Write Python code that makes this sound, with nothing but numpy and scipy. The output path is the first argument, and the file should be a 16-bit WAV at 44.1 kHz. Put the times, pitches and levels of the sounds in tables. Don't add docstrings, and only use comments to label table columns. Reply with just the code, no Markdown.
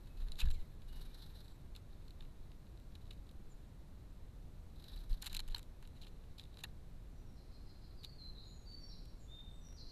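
import sys
import numpy as np
from scipy import signal
from scipy.io import wavfile
from scipy.ndimage import uniform_filter1d

SR = 44100
rng = np.random.default_rng(int(sys.argv[2]) if len(sys.argv) > 2 else 0)


def boost_factor(decibels):
    exponent = np.asarray(decibels, float) / 20
    return 10 ** exponent


def store_wav(level_fs):
    pcm = np.round(np.clip(np.atleast_2d(level_fs), -1, 1) * 32767)
    wavfile.write(sys.argv[1], SR, pcm.T.astype(np.int16))


N = 437031


def evened(x):
    return x / np.sqrt(np.mean(x ** 2) + 1e-20)


def add(mix, start_s, sound):
    part = mix[max(round(start_s * SR), 0):][:len(sound)]
    part += sound[:len(part)]


def ring(x, modes, soft=False):
    t = np.arange(1200) / SR
    response = 0
    for k, (hz, width, db) in enumerate(modes):
        decay = np.exp(-np.pi * width * t)
        if soft:
            decay = decay * t * np.exp(-0.55 * np.pi * width * t)
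        sign = (-1) ** k
        response = response + sign * boost_factor(db) * np.sqrt(width) * decay * np.sin(2 * np.pi * hz * t)
    response = response / np.linalg.norm(response)
    response = np.reshape(response, (1,) * (x.ndim - 1) + (-1,))
    return signal.oaconvolve(x, response, axes=-1)[..., :x.shape[-1]]


# centre_s, level_db, spread_ms, tray_share_db
PECKS = [(0.2849, -57.5, 1.8, -18), (0.3203, -47, 0.86, -27), (0.3273, -63, 3.7, -17),
         (0.3567, -57, 1.3, -30), (0.389, -55, 1.8, -25), (1.763, -45, 0.85, -24),
         (2.0813, -61.5, 2.1, -19), (2.1077, -57.5, 1.4, -24), (2.7752, -68.5, 2.5, -9),
         (2.9533, -57.5, 2.9, -10), (3.2925, -63.5, 2.2, -13), (4.8425, -54, 1.5, -22),
         (5.1308, -50, 0.43, -19), (5.2995, -56, 3.6, -18), (5.311, -64, 2.5, -15), (5.3439, -49, 1.3, -13),
         (5.3548, -56, 2.9, -4), (5.3688, -52, 1.4, -13), (5.3942, -45, 1.2, -6.5),
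         (5.5479, -41.5, 1.7, -21), (6.021, -59, 11, -17), (6.3845, -56, 4.7, -20),
         (6.3965, -51.5, 1.6, -16), (6.5725, -54, 0.97, -7), (6.4384, -59, 1.9, -25),
         (6.5436, -60, 0.82, -21), (8.0352, -55, 1.7, -24), (8.0407, -57, 3.4, -10),
         (8.0477, -43, 0.85, -20), (8.0542, -61, 4.5, -23), (8.7207, -65, 2.6, -25), (2.923, -70, 1, -6),
         (3.0565, -66, 1, -12), (3.067, -68, 1.2, -12), (3.077, -69, 1.5, -10), (3.1765, -71, 2, -18),
         (3.193, -72, 1, -15), (3.268, -70, 2.5, -20), (6.415, -64, 2, -22), (6.4315, -66, 1.2, -20),
         (0.487, -57, 1.7, -6), (0.545, -62, 2, -18)]
# centre_s, level_db, spread_ms, tray_share_db
KNOCKS = [(0.414, -52, 9.8, -5.5), (0.432, -62.5, 6.8, 1), (0.8211, -66, 2.3, -13), (1.7515, -57, 1.3, -12),
          (2.2235, -64, 1.4, -4), (2.208, -59, 0.83, -1), (2.25, -70, 2.2, -11), (2.5173, -65, 1.5, -5),
          (2.669, -70, 1.5, -8), (3.1099, -56, 3.8, -10), (5.2295, -59, 2.8, 6), (5.3633, -56, 2.9, -7),
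          (5.3778, -62, 2, -4), (5.5449, -64, 1.9, 15), (5.562, -50, 0.83, -15), (5.8522, -65, 1.8, -3),
          (6.0483, -65, 3.3, -8), (6.0687, -58.5, 2, -6), (6.2393, -71, 1.5, -4), (6.4543, -68, 2.3, -13),
          (6.6405, -54.5, 3.7, 0), (6.6509, -64, 2.1, 9)]
# centre_s, level_db, spread_ms, tray_share_db
CRACKS = [(0.3203, -52, 0.61, -23), (0.504, -58, 1.4, 0), (0.5103, -58.5, 4.6, -6), (2.8, -70, 1.2, -13),
          (3.313, -68, 1.5, -16), (5.2185, -60, 1.8, -9), (5.2243, -45.5, 2.6, -27), (5.2456, -58, 7.4, -4),
          (5.262, -51, 3, -5), (5.2665, -45.5, 2.4, -10.5), (5.2735, -51.5, 3.7, -3),
          (5.3298, -50.5, 1.9, -11), (5.3478, -45, 2.5, -17), (5.3733, -50, 1.1, -15), (5.3955, -52, 2, -6),
          (5.4032, -49.5, 1.7, -8), (5.4795, -61.5, 2.8, -11), (5.582, -56.5, 2.7, -9),
          (5.5938, -56.5, 1.2, -5), (5.6302, -58.5, 0.77, -20), (5.8268, -65.5, 1.7, 5),
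          (5.8751, -63.5, 1.4, -9), (6.6385, -48.5, 3, -8), (9.0564, -66.5, 1.5, -14),
          (9.687, -74, 2.5, -1), (9.7264, -73, 1.7, 6), (5.3675, -43.5, 1.2, -14), (5.486, -59, 1.7, -2),
          (3.1335, -70, 1, -14), (5.2405, -63, 3, -8)]
# centre_s, level_db, spread_ms, tray_share_db
SCRAPES = [(0.0738, -69.5, 4.7, -1), (0.1756, -69.5, 7, -7), (0.2145, -67.5, 18, -3), (0.2759, -73, 21, 2),
           (0.3347, -76, 18, -3), (0.3746, -68, 9, -6), (0.392, -51.5, 7.7, -7), (0.403, -44.5, 7, -18),
           (0.4575, -58.5, 5.8, -2), (0.474, -65, 3.5, -3), (0.5468, -68, 19, -19), (0.6031, -70.5, 16, -7),
           (1.764, -66, 9, -5), (2.2259, -77, 13, -5), (3.016, -74, 9, -8), (3.1284, -70, 6.9, -14),
           (5.3219, -62.5, 21, -3), (5.512, -65, 15, -7), (5.564, -56.5, 5.6, -1), (5.8342, -75, 9.8, 0),
           (5.9664, -73, 21, -6), (6.0812, -70, 6, -15), (6.4049, -70, 19, -10), (6.589, -61, 5.6, -6),
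           (6.607, -63, 4.7, -10)]
# pitch_hz, width_hz, level_db
RIM = [(5800, 3100, -5.5), (7300, 920, -2), (9500, 990, -3.5), (11040, 770, 3.5), (11060, 1240, 7.5),
       (12340, 3300, -14)]


def bill():
    hits = shared(PECKS, wall_db=-3.5, wall_slope=0.39, bright_db=-10.5, bright_slope=0.022)
    hits += shared(KNOCKS, wall_db=-1, wall_slope=0.16, bright_db=-13, bright_slope=-0.23)
    hits += shared(CRACKS, wall_db=-0.5, wall_slope=0.44, bright_db=-0.35, bright_slope=0.023)
    drags = shared(SCRAPES, wall_db=-6.5, wall_slope=-0.057, bright_db=-8, bright_slope=-0.11)
    out = contacts(hits, RIM, grit_db=1.96, slip_db=3.0, snap=2.3, lead_s=0.00068)
    out += contacts(drags, RIM, grit_db=1.34, slip_db=1.5, snap=1.74, lead_s=0.00065)
    add(out, 5.547, tray_floor())
    return signal.sosfilt(signal.butter(3, 720, "high", fs=SR, output="sos"), out)


def tray_floor():
    pitch_hz, level_db, t60_s = 958, -48, 0.04
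    t = np.arange(SR // 10) / SR
    return boost_factor(level_db - 60 * t / t60_s) * np.sin(2 * np.pi * pitch_hz * t)


def shared(rows, wall_db, wall_slope, bright_db, bright_slope):
    return [(s, db, tray_db, wall_db + wall_slope * tray_db, bright_db + bright_slope * tray_db, ms)
            for s, db, ms, tray_db in rows]


# pitch_hz, width_hz, level_db
TRAY = [(880, 220, 6.5), (1160, 190, 0), (1610, 370, 8), (1880, 200, 2.5), (2186, 40, -7.5)]
# pitch_hz, width_hz, level_db
WALL = [(2395, 320, -3), (2746, 280, -1), (3070, 440, 4.5), (3110, 440, -2.5)]
# pitch_hz, width_hz, level_db
PORT = [(3420, 230, -1.5), (3926, 410, 22), (4420, 1500, 5.5), (4920, 120, 1.5)]


def contacts(rows, treble, grit_db, slip_db, snap, lead_s):
    out = np.zeros(N)
    t = np.arange(-1800, 3000) / SR
    s, db, tray_db, wall_db, bright_db, ms = np.transpose(rows)[:, :, None]
    u = (t + lead_s) * 1000 / np.clip(ms, 0.4, 20)
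    steepness = np.where(u < 0, snap, 1.05)
    swell = np.exp(-0.5 * abs(u * steepness) ** np.where(u < 0, 2, 1.35))
    normal, grit, slip = rng.standard_normal((3, len(rows), len(t)))
    stick_slip = evened(uniform_filter1d(slip, size=60))
    clicks = swell * normal * boost_factor(grit_db * grit ** 2 + slip_db * stick_slip)
    energy = boost_factor(db) * np.linalg.norm(swell, axis=1, keepdims=True)
    for share_db, modes in ((tray_db, TRAY), (wall_db, WALL), (0, PORT), (bright_db, treble)):
        rung = 0
        for k, mode in enumerate(modes):
            x = ring(clicks, [mode], soft=True)
            x = x / np.linalg.norm(x, axis=1, keepdims=True)
            rung = rung + (-1) ** k * boost_factor(mode[2]) * x
        rung = rung / np.linalg.norm(rung, axis=1, keepdims=True)
        for centre_s, sound in zip(s[:, 0], boost_factor(share_db) * energy * rung):
            add(out, centre_s + t[0], sound)
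    return out


# peak_s, peak_db, pitch_hz, rise_ms
SPOTS = [(0.3197, -45, 3860, 0.69), (0.4015, -41, 3570, 0.73), (.4048, -51, 4200, 0.74),
         (.4052, -43, 2900, 1.1), (.4132, -49, 2810, 1.2), (.4175, -44.5, 2600, 2.2),
         (.4316, -55, 2580, 1.5), (0.473, -55, 1680, 1.6), (0.504, -51, 3920, 0.73), (.5114, -47, 3950, .9),
         (1.7631, -45, 3980, .6), (2.0805, -62, 4370, .8), (2.208, -49, 3630, .9), (2.9529, -58, 3760, .7),
         (3.1082, -52, 4000, 0.78), (5.1307, -46, 4060, 0.64), (5.2233, -47, 3940, 0.84),
         (5.2287, -47, 4140, 0.97), (5.2287, -49, 1680, 1.13), (5.268, -43, 4230, .9),
         (5.2733, -39, 3900, .9), (5.3012, -52, 3980, 1.4), (5.3298, -60, 4400, .9),
         (5.349, -43, 2670, 0.87), (5.3685, -35.5, 4070, .8), (5.373, -49, 2610, 0.6),
         (5.393, -37, 4140, 0.74), (5.4029, -43, 4060, .7), (5.402, -47.5, 3060, 0.78),
         (5.4859, -59, 4110, 1.1), (5.5005, -54, 3670, 0.56), (5.5217, -59, 3890, 1.1),
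         (5.5476, -32, 4160, 1.1), (5.547, -42, 3100, 1), (5.5619, -50, 2880, 0.85),
         (5.5822, -52, 7700, 0.84), (6.0227, -56, 3800, .8), (6.0274, -58, 3830, .9),
         (6.0364, -52, 3100, 0.54), (6.3973, -37, 3650, 0.44), (6.6366, -48, 6800, 0.77),
         (6.6392, -41.5, 3520, 1.1), (6.64, -42.5, 2740, 1.2), (6.6394, -49.5, 880, 1.4),
         (6.6428, -45, 1760, 1.13), (6.6443, -47, 4180, 0.87), (6.65, -53, 2690, 1.1),
         (6.6571, -63, 4110, 1.1), (8.042, -51, 3995, .8), (8.0472, -41, 3860, 0.66)]


def spots():
    out = np.zeros(N)
    t = np.arange(1500) / SR
    for s, db, hz, ms in SPOTS:
        u = t * 1000 / ms
        add(out, s - ms / 1000, boost_factor(db) * u * np.exp(1 - u) * np.sin(2 * np.pi * hz * t))
    return out


# time_s, level_db, brightness_db
RUSTLES = [
    [(0.0, -82, -83), (0.75, -84, -85)],
    [(0.8, -87, -90), (0.95, -74, -85), (1.3, -77, -84), (1.5, -78, -82), (1.7, -91, -94)],
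    [(1.9, -82, -95), (3.5, -105, -99)],
    [(4.6, -101, -99), (4.9, -67.5, -79), (5.1, -84, -88), (5.4, -73.5, -92), (5.65, -82, -91)],
    [(5.75, -90, -103), (6.7, -80, -100)],
]
# centre_s, level_db, spread_ms, tray_share_db
BEATS = [(0.888, -69, 12, -6), (0.9309, -68.5, 5.8, -3), (0.9658, -67, 14, -4), (0.9972, -77, 6.3, 2.5),
         (1.0172, -62.5, 10, -6.5), (1.0586, -68, 11, -4.5), (1.1055, -78, 22, -2), (1.1484, -60, 6.8, -10),
         (1.1873, -66, 24, -8.5), (1.2257, -57.5, 8.2, -13.5), (1.2432, -65, 6, -12),
         (1.2641, -64.5, 7.1, -8.5), (1.303, -74, 21, -5), (1.3604, -65.5, 22, -9.5),
         (1.3918, -67, 5.9, -13), (1.4078, -61.5, 5.3, -10), (1.4477, -67, 3.2, -9),
         (1.4831, -59.5, 1.5, -13), (1.5041, -73, 13, -9), (4.761, -71.5, 8, -11),
         (4.8001, -63.5, 3.9, -11), (4.825, -65, 3, -9), (4.8555, -72, 21, -10), (4.8849, -57, 3.6, -11.5),
         (4.8989, -64, 9.6, -22), (4.922, -64, 5.3, -8), (4.938, -59.5, 8, -16), (4.964, -66.5, 5.6, -2.5),
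         (4.977, -58, 3.3, -20), (4.991, -68, 5.5, -6), (5.008, -66, 7.6, -7.5), (5.04, -69.5, 5, -6),
         (5.142, -63, 6.8, -7), (5.174, -70, 4.5, -7), (5.0979, -64, 3.4, -6), (5.112, -66, 14, -5)]
# pitch_hz, width_hz, level_db
PLUMAGE = [(4800, 2400, -4), (7160, 3400, -6), (10900, 5300, -2), (12200, 960, -1.5)]


def feathers():
    t = np.arange(N) / SR
    mid, high = np.zeros((2, N))
    for rows in RUSTLES:
        s, db, bright_db = np.transpose(rows)
        mid += boost_factor(np.interp(t, s, db, -120, -120))
        high += boost_factor(np.interp(t, s, bright_db, -120, -120))
    clumps = evened(uniform_filter1d(rng.standard_normal(N), size=300))
    grains = rng.standard_normal(N) * boost_factor(3.0 * clumps)
    rustle = ring(mid * grains, PORT) + ring(high * grains, PLUMAGE)
    rustle += boost_factor(-7.5) * ring(mid * grains, WALL + TRAY)
    beats = shared(BEATS, wall_db=0.5, wall_slope=1.74, bright_db=2.6, bright_slope=0.98)
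    return rustle + contacts(beats, PLUMAGE, grit_db=0.2, slip_db=1.0, snap=1.86, lead_s=0.0014)


# centre_s, peak_db, pitch_hz, length_ms
JOLTS = [(0.2, -41, 37, 19), (0.24, -32.5, 30, 26), (0.338, -35, 16, 30), (0.44, -23.5, 31, 6.4),
         (0.47, -28, 54, 13), (0.473, -43.5, 100, 24), (5.36, -59, 72, 20), (0.45, -41.5, 145, 6.1),
         (0.53, -44, 39, 18), (0.5, -26.5, 17.2, 42), (0.53, -46, 74, 57), (0.611, -34, 11.4, 16),
         (0.984, -44.5, 26.9, 170), (4.976, -41, 34, 38), (5.124, -25.5, 26, 14.3), (5.116, -49, 110, 8.9),
         (5.37, -38, 23.4, 44), (5.509, -33.5, 23.6, 27)]


def stand():
    t = np.arange(-SR // 2, SR // 2) / SR
    out = np.zeros(N + SR)
    for s, db, hz, ms in JOLTS:
        swell = np.exp(-0.5 * (t * 1000 / ms) ** 2)
        add(out, s, -boost_factor(db) * swell * np.cos(2 * np.pi * hz * t))
    return out[SR // 2:][:N]


NEAR_S = 6.5


def songbird():
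    out, direct = np.zeros((2, N))
    waver = evened(uniform_filter1d(rng.standard_normal(N + SR), size=400))
    for s, length, first_hz, last_hz, glide, db in notes():
        t = np.arange(round(length * SR)) / SR
        if first_hz < last_hz:
            bend = 0.8
        elif first_hz > 1.3 * last_hz:
            bend = 2.1
        else:
            bend = 1.4
        hz = last_hz + (first_hz - last_hz) * np.clip(1 - t / glide, 0, 1) ** bend
        hz *= 1 + 0.0045 * waver[round(s * SR):][:len(t)]
        flutter_db = 2.5 * waver[::-1][round(s * SR):][:len(t)]
        swell_db = -3.5 * np.clip(1 - t / (0.62 * length), 0, 1)
        note = np.sqrt(2) * np.sin(2 * np.pi * np.cumsum(hz) / SR)
        note *= boost_factor(db + flutter_db + swell_db) * signal.windows.tukey(len(t), 0.25)
        add(out, s, note)
        if s < NEAR_S:
            direct_db = -2.5
        elif glide < length:
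            direct_db = -5.5
        else:
            direct_db = -14
        add(direct, s, note * boost_factor(direct_db))
    near = np.arange(N) < NEAR_S * SR
    heard = direct + boost_factor(np.where(near, -14, 0.5)) * tree_echoes(out)
    return heard + boost_factor(-3.0) * ring(heard, [(4330, 3700, 0)])


# start_s, length_s, first_hz, last_hz, level_db
SWEEPS = [(0.524, 0.023, 7250, 7420, -66), (0.54, 0.065, 2430, 1960, -80), (0.61, 0.045, 1950, 2050, -83),
          (0.7, 0.15, 1740, 1664, -90), (3.496, 0.042, 7500, 6900, -66.5), (7.112, .08, 5950, 5800, -85),
          (7.966, 0.029, 5000, 4400, -67.5), (8.013, 0.075, 4800, 4530, -73),
          (8.346, 0.045, 3620, 4490, -65), (8.388, 0.03, 4400, 5150, -78),
          (8.418, 0.057, 4190, 4090, -73.5), (8.438, 0.035, 6670, 7120, -69),
          (8.472, 0.13, 7100, 6630, -73), (8.887, 0.026, 5680, 3850, -62.5),
          (9.175, 0.025, 7570, 7320, -71), (9.195, 0.024, 7400, 6550, -68.5),
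          (9.476, 0.083, 8500, 7550, -75), (9.603, 0.08, 5960, 5610, -68), (9.748, 0.052, 7020, 3980, -63),
          (9.879, 0.021, 6780, 4060, -56.5)]
# start_s, length_s, first_hz, held_hz, level_db
WHISTLES = [(0.047, 0.16, 2640, 2574, -88), (0.871, 0.135, 2850, 2915, -79.5),
            (1.054, .07, 2180, 2400, -84), (1.418, 0.16, 7550, 7660, -79), (4.58, .1, 7600, 7750, -90),
            (7.06, 0.1, 7550, 7550, -88), (7.261, 0.051, 5590, 5580, -76), (7.58, .06, 7600, 7600, -91),
            (7.991, 0.065, 4520, 4316, -70.5), (8.18, 0.093, 4300, 4096, -61),
            (8.65, 0.114, 4760, 4520, -62), (8.797, 0.088, 5790, 5560, -65.5),
            (9.269, 0.12, 3410, 3645, -68)]


def notes():
    trill = [(7.357 + k * 0.1515, 0.022, 5600, 4050, -71 + k * 0.7) for k in range(4)]
    gliding = [(s, length, first, last, length, db) for s, length, first, last, db in SWEEPS + trill]
    slide_s = 0.0397
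    held = [(s, length, first, last, slide_s, db) for s, length, first, last, db in WHISTLES]
    return gliding + held


# delay_s, depth_s, level_db
TREES = [
    (0.045, 0.012, 1.5),
    (0.095, 0.0078, -0.5),
    (0.19, 0.02, -0.5),
]


def tree_echoes(song):
    t = np.arange(SR) / SR
    clump_db = sum(db * np.exp(-((t - s) / depth) ** 2) for s, depth, db in TREES)
    fade = boost_factor(-60 * t / 0.8 + clump_db) * (1 - np.exp(-t / 0.0074))
    leaves = rng.random((3, SR)) < 2500 / SR
    echoes = rng.choice([-1., 1.], (3, SR)) * leaves * fade
    cycles = 4.0 * np.arange(N) / SR + np.arange(3)[:, None] / 3
    sway = np.cos(2 * np.pi * cycles) * np.sqrt(2 / 3)
    echoes = echoes / np.linalg.norm(echoes[0])
    return signal.fftconvolve(song * sway, echoes, axes=1)[:, :N].sum(axis=0)


# pitch_hz, level_db (per Hz)
AIR = [(20, 1), (60, -7.5), (120, -12.5), (300, -23.5), (700, -33), (2000, -43), (3200, -46.5), (4000, -42),
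       (4800, -49), (7000, -51), (10000, -52.5), (12500, -52.5), (13900, -53.5), (14300, -44)]
# time_s, extra_db
WIND = [(0.0, 2.5), (9.91, 1.5)]


def air():
    frames = N // 512 + 5
    hz = np.fft.rfftfreq(2048, 1 / SR)[:, None]
    a, b = rng.standard_normal((2, len(hz), frames))
    f, db = np.transpose(AIR)
    colour = np.interp(np.log(hz + 1), np.log(f), db, right=-110)
    gusts = np.interp(np.arange(frames) * 512 / SR, *np.transpose(WIND)) / (1 + (hz / 70) ** 2)
    spectra = (a + 1j * b) * boost_factor(colour)
    steady = signal.istft(spectra, nperseg=2048, noverlap=1536)[1]
    gusty = signal.istft(spectra * boost_factor(gusts) * (hz > 12), nperseg=2048, noverlap=1536)[1]
    return boost_factor(-52.5) * gusty[:N] / np.std(steady)


def scene():
    return (bill() + spots() + feathers() + stand() + songbird() + air())[None]


def band_limit(x):
    return signal.sosfilt(signal.butter(12, 14430, fs=SR, output="sos"), x)


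def record(dry):
    low_pass = signal.firwin(401, 14130, window=("kaiser", 6), fs=SR)
    limited = signal.oaconvolve(dry, low_pass[None], "same")
    return band_limit(limited)


dry = scene()
out = record(dry)
store_wav(out)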